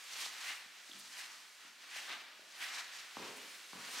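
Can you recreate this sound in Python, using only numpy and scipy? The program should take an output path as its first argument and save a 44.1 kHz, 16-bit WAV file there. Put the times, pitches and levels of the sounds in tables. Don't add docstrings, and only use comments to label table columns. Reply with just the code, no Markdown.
import sys
import numpy as np
from scipy import signal
from scipy.fft import rfft, irfft
from scipy.io import wavfile

SR = 44100
rng = np.random.default_rng(int(sys.argv[2]) if len(sys.argv) > 2 else 0)


def master_out(mix):
    frames = np.transpose(np.atleast_2d(mix))
    ceiling = np.clip(frames, -1, 1)
    pcm = np.round(ceiling * 32767).astype(np.int16)
    wavfile.write(sys.argv[1], SR, pcm)


N = 176400
T = np.arange(N) / SR

# time of fastest slide, rise and fall in seconds, swish, hiss and body levels
# in dB, swish centre in Hz.
CLOTH_RUBS = [(0.228, 0.11, 0.066, -47, -46, -55.5, 2420), (0.455, 0.12, 0.12, -49.5, -50.5, -59, 2050),
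              (0.498, 0.042, 0.046, -44, -53.5, -58, 2110), (0.80, 0.096, 0.041, -63, -68, -76, 2300),
              (1.05, 0.23, 0.088, -73, -58, -78, 3000), (1.197, 0.079, 0.089, -50.5, -52.5, -59, 2090),
              (1.32, 0.085, 0.14, -68, -59.5, -64, 2000), (1.665, 0.09, 0.048, -60, -61.5, -64, 2100),
              (1.845, 0.037, 0.034, -64, -61, -61, 2000), (1.975, 0.065, 0.043, -47, -51.5, -59, 2090),
              (2.04, .05, 0.077, -54.5, -54.5, -58, 2190), (2.121, 0.035, .035, -47.5, -55.5, -47.5, 2750),
              (2.56, 0.06, 0.033, -73, -58.5, -67, 2100), (2.62, .018, 0.053, -42.5, -53.5, -54.5, 2120),
              (2.73, 0.14, 0.1, -49.5, -49, -60.5, 1900), (2.795, 0.035, 0.023, -46, -51.5, -55.5, 1750),
              (2.96, 0.063, 0.087, -56, -53.5, -67, 1970), (3.265, 0.12, 0.057, -54.5, -55.5, -56.5, 2300),
              (3.48, 0.046, .07, -61, -59.5, -85, 2400), (3.85, 0.073, .04, -57, -56, -56.5, 2000),
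              (3.95, 0.036, 0.038, -52, -51, -52.5, 3800), (3.995, 0.042, 0.046, -51.5, -47, -55.5, 1800)]


def from_db(db):
    return 10 ** (np.asarray(db) / 20)


def unit_rms(x):
    return x / np.sqrt(np.mean(x ** 2) + 1e-20)


def at_hz(points, hz):
    points_hz, values = np.transpose(points)
    return np.interp(np.log(hz + 1e-3), np.log(points_hz), values)


def colour(x, spectrum):
    n = x.shape[-1]
    return irfft(rfft(x) * from_db(at_hz(spectrum, np.fft.rfftfreq(n, 1 / SR))), n)


def low_cut(x, hz):
    return signal.sosfilt(signal.butter(2, hz, "high", fs=SR, output="sos"), x + 1e-18)


def widen(pair):
    # frequency in Hz, side gain in dB.
    side_gain = [(60, -5), (150, -16), (280, -12), (500, -9.5), (2000, -11), (5000, -10), (8500, -9),
                 (12000, -25), (16000, -42)]
    side = colour(pair[1], side_gain)
    return np.array([pair[0] + side, pair[0] - side])


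def flutter(spread_db, rate_hz):
    hop, settle = 40, 2000
    pole = np.exp(-2 * np.pi * rate_hz * hop / SR)
    noise = rng.standard_normal(N // hop + settle + 2)
    slow = signal.lfilter([1], [1, -2 * pole, pole * pole], noise)[settle:]
    return from_db(spread_db * np.interp(np.arange(N) / hop, np.arange(len(slow)), unit_rms(slow)))


def fibres(snags_per_s=4500, snag_share=0.35, spread_db=3.0):
    snags = (rng.random((2, N)) < snags_per_s / SR) * rng.choice([-1, 1], (2, N))
    snags = snags * from_db(spread_db * np.minimum(rng.exponential(1, (2, N)), 4))
    slip = rng.standard_normal((2, N))
    return np.sqrt(snag_share) * unit_rms(snags) + np.sqrt(1 - snag_share) * slip


def friction(spectrum, flutter_db, flutter_hz):
    return widen(unit_rms(colour(fibres(), spectrum))) * flutter(flutter_db, flutter_hz)


def air(level_db=-70.5):
    # frequency in Hz, gain in dB.
    spectrum = [(20, -59), (60, -23), (125, -13), (250, -1), (500, 0), (1500, 5.5), (6000, 0), (16000, -28)]
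    return from_db(level_db) * widen(unit_rms(colour(rng.standard_normal((2, N)), spectrum)))


def rustle():
    # time in seconds, broadband level in dB, treble level in dB.
    levels = [(0, -55, -60.5), (.1, -56, -57.5), (.35, -56, -59.5), (.7, -59, -67), (.95, -58.5, -61.5),
              (1.2, -61.5, -61), (1.38, -58, -64.5), (1.53, -62.5, -64.5), (1.78, -60.5, -67.5),
              (2.1, -53.5, -64), (2.28, -56, -73), (2.46, -60.5, -66.5), (2.7, -54, -69), (3.1, -55, -63.5),
              (3.35, -54.5, -59), (3.66, -57, -61.5), (4, -48.5, -54.5)]
    # frequency in Hz, gain in dB.
    broad_spectrum = [(50, -39), (120, -24), (250, -14), (500, -11.5), (1000, -5), (1600, 1.5), (2300, 1.5),
                      (3200, 0), (4500, -1.5), (6500, -10.5), (8000, -15.5), (10000, -18.5), (16000, -24)]
    treble_spectrum = [(500, -45), (2500, -19), (4500, 0), (6500, 0.5), (8000, -1.5), (10000, -5.5),
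                       (13000, -11), (16000, -17)]
    times_s, broad_db, treble_db = np.transpose(levels)
    broad = friction(broad_spectrum, flutter_db=1.0, flutter_hz=25)
    treble = friction(treble_spectrum, flutter_db=0.1, flutter_hz=25)
    return (from_db(np.interp(T, times_s, broad_db)) * broad
            + from_db(np.interp(T, times_s, treble_db)) * treble)


def slide(peak_s, rise_s, fall_s, shape=1.42):
    distance = np.abs((T - peak_s) / np.where(T < peak_s, rise_s, fall_s))
    return np.exp(-np.minimum(distance ** shape, 30))


def swishes():
    # multiple of the centre frequency, gain in dB.
    spectrum = [(.05, -48), (.22, -37), (.39, -8.5), (.55, -10), (.8, 0.5), (1, 1), (1.35, 0), (1.95, -10),
                (3, -20), (5, -31), (8, -37)]
    noise, out = fibres(), 0
    for k, (peak_s, rise_s, fall_s, db, _, _, centre_hz) in enumerate(CLOTH_RUBS):
        stretch = np.roll(noise, k * N // len(CLOTH_RUBS), axis=1)
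        swish = colour(stretch, [(centre_hz * ratio, gain_db) for ratio, gain_db in spectrum])
        out = out + from_db(db) * slide(peak_s, rise_s, fall_s) * unit_rms(swish)
    return widen(out) * flutter(spread_db=0.5, rate_hz=45)


def rubs():
    # frequency in Hz, gain in dB.
    hiss_spectrum = [(100, -44), (400, -33), (1000, -3), (2000, -14.5), (3000, -0.5), (4200, 3.5),
                     (6000, 1.5), (8000, -3.5), (10000, -12), (13000, -13.5), (16000, -31)]
    body_spectrum = [(60, -44), (150, -23), (300, -7.5), (480, -12.5), (780, -2.5), (1050, 1), (1450, 0.5),
                     (2200, -2), (4000, -5), (12000, -62)]
    rows = np.array(CLOTH_RUBS)
    speeds = np.array([slide(*timing_s) for timing_s in rows[:, :3]])
    hiss_gain, body_gain = np.sqrt(from_db(rows[:, 4:6]).T ** 2 @ speeds ** 2)
    return (swishes()
            + hiss_gain * friction(hiss_spectrum, flutter_db=2.0, flutter_hz=40)
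            + body_gain * friction(body_spectrum, flutter_db=2.0, flutter_hz=50))


def soft_blow(start_s, hz, q, contact_s=0.00017):
    age = np.maximum(T - start_s, 0) / contact_s
    pulse = age * np.exp(-np.minimum(age, 60)) + 1e-18
    b, a = signal.iirpeak(hz, q, fs=SR)
    blow = signal.lfilter(b, a, signal.lfilter(b, a, pulse))
    return blow / np.abs(blow).max()


def ring(start_s, hz, t60_s):
    age_s = np.maximum(T - start_s, 0)
    return np.sin(2 * np.pi * hz * age_s) * from_db(-60 * age_s / t60_s)


def footsteps(stairs_from_s=2.8, boom_rise_s=0.012):
    # start in seconds, knock in dB and Hz, thud in dB and Hz, echo send in dB, boom in dB.
    footfalls = [(0.159, -53.5, 510, -66, 250, -3, -79), (0.262, -41, 920, -70, 247, -3.5, -90),
                 (0.659, -65, 595, -63.5, 223, -5, -82), (0.895, -55.5, 616, -54.5, 326, 3, -90),
                 (0.939, -68, 900, -68, 220, 1, -60.5), (1.648, -70, 606, -61.5, 254, 0.5, -92),
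                 (1.963, -44, 810, -67, 300, -0.5, -90), (2.118, -55.5, 700, -64, 327, 11, -88),
                 (2.394, -51.5, 600, -60, 370, 0.5, -81), (3.169, -32, 1040, -42.5, 240, 0.5, -57),
                 (3.201, -47, 530, -44, 330, -0.5, -60.5), (3.24, -51, 487, -54.5, 400, 9, -66),
                 (3.732, -39, 1140, -50, 222, 5, -63), (3.889, -47, 700, -58, 250, -8, -71),
                 (3.975, -62, 700, -53.5, 281, 2, -76)]
    # frequency in Hz, gain in dB, T60 in seconds.
    landing_modes = [(145, -16, 1.0), (199.6, 0, 0.4), (248, -10, 0.9), (312, -11, 0.38)]
    stair_modes = [(114.4, -14.5, 0.7), (184.2, 0.5, 0.67), (272, -2.5, 0.74), (391.5, -3, .8),
                   (414, -2, .6), (453, -2, .7), (531.5, 1.5, .45)]
    direct, send, boom = 0, 0, 0
    for start_s, knock_db, knock_hz, thud_db, thud_hz, echo_db, boom_db in footfalls:
        knock = from_db(knock_db) * soft_blow(start_s, knock_hz, q=1.36)
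        thud = from_db(thud_db) * soft_blow(start_s, thud_hz, q=1.31)
        direct = direct + knock + thud
        send = send + from_db(echo_db) * (knock + thud)
        swell = 1 - np.exp(-np.maximum(T - start_s, 0) / boom_rise_s)
        for hz, db, t60_s in landing_modes if start_s < stairs_from_s else stair_modes:
            boom = boom + swell * from_db(boom_db + db) * ring(start_s + rng.random() / hz, hz, t60_s)
    return boom + low_cut(direct, hz=146) + stairwell(low_cut(send, hz=77))


def stairwell(x, build_s=0.0095, length_s=1.4):
    # frequency in Hz, T60 in seconds.
    decay_times = [(100, 0.83), (300, 1.04), (1000, 1.1), (2500, 0.75), (6000, 0.47), (14000, 0.75)]
    t = T[:int(length_s * SR)]
    hz, edges_hz = np.fft.rfftfreq(len(t), 1 / SR), np.geomspace(40, 20000, 13)
    noise, tail = rfft(rng.standard_normal((2, len(t)))), 0
    for low, high in zip(edges_hz, edges_hz[1:]):
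        band = irfft(noise * ((hz >= low) & (hz < high)), len(t))
        tail = tail + band * from_db(-60 * t / at_hz(decay_times, np.sqrt(low * high)))
    build = 1 - np.exp(-t / build_s)
    norm = np.sqrt(np.sum((build * from_db(-60 * t)) ** 2))
    return signal.fftconvolve(x[None], widen(tail) * build / norm, axes=1)[:, :N]


def scuffs():
    # peak time, rise and fall in seconds, level in dB.
    slides = [(0.215, 0.055, 0.047, -55), (0.48, 0.061, 0.071, -56.5), (0.996, .009, 0.0085, -55.5),
              (1.19, 0.024, .03, -58.5), (1.98, 0.066, 0.074, -61), (2.635, 0.06, 0.044, -57),
              (3.372, .008, .011, -58), (3.52, .07, .1, -66), (3.935, 0.048, 0.026, -55)]
    # frequency in Hz, gain in dB.
    spectrum = [(1000, -40), (6000, -14), (8500, 7), (12000, -1), (16000, -7)]
    gain = sum(from_db(db) * slide(*timing_s) for *timing_s, db in slides)
    return gain * friction(spectrum, flutter_db=0, flutter_hz=50)


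def ticks(echo_db=-6):
    # start in seconds, level in dB, frequency in Hz, T60 in seconds.
    contacts = [(0.9135, -40, 3420, .007), (0.9172, -37, 3340, 0.0084), (0.9335, -43, 3300, 0.013)]
    rings = sum(from_db(db) * ring(start_s, hz, t60_s) for start_s, db, hz, t60_s in contacts)
    direct = low_cut(rings, hz=1300)
    return direct + from_db(echo_db) * stairwell(direct)


def scene(cloth_echo_db=-6.5):
    # frequency in Hz, left minus right in dB.
    balance = [(100, -1.5), (280, -1), (600, -0.5), (1200, 0.7), (2200, 0.5), (4500, -0.8), (8000, -1.3),
               (12000, -2)]
    cloth = rubs() + scuffs() + rustle()
    room = air() + from_db(cloth_echo_db) * stairwell(cloth.mean(axis=0))
    left, right = cloth + room + footsteps() + ticks()
    return np.array([colour(left, [(hz, db / 2) for hz, db in balance]),
                     colour(right, [(hz, -db / 2) for hz, db in balance])])


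def record(dry, cutoff_hz=15750):
    return signal.sosfilt(signal.ellip(12, .1, 80, cutoff_hz, fs=SR, output="sos"), dry)


dry = scene()
out = record(dry)
master_out(out)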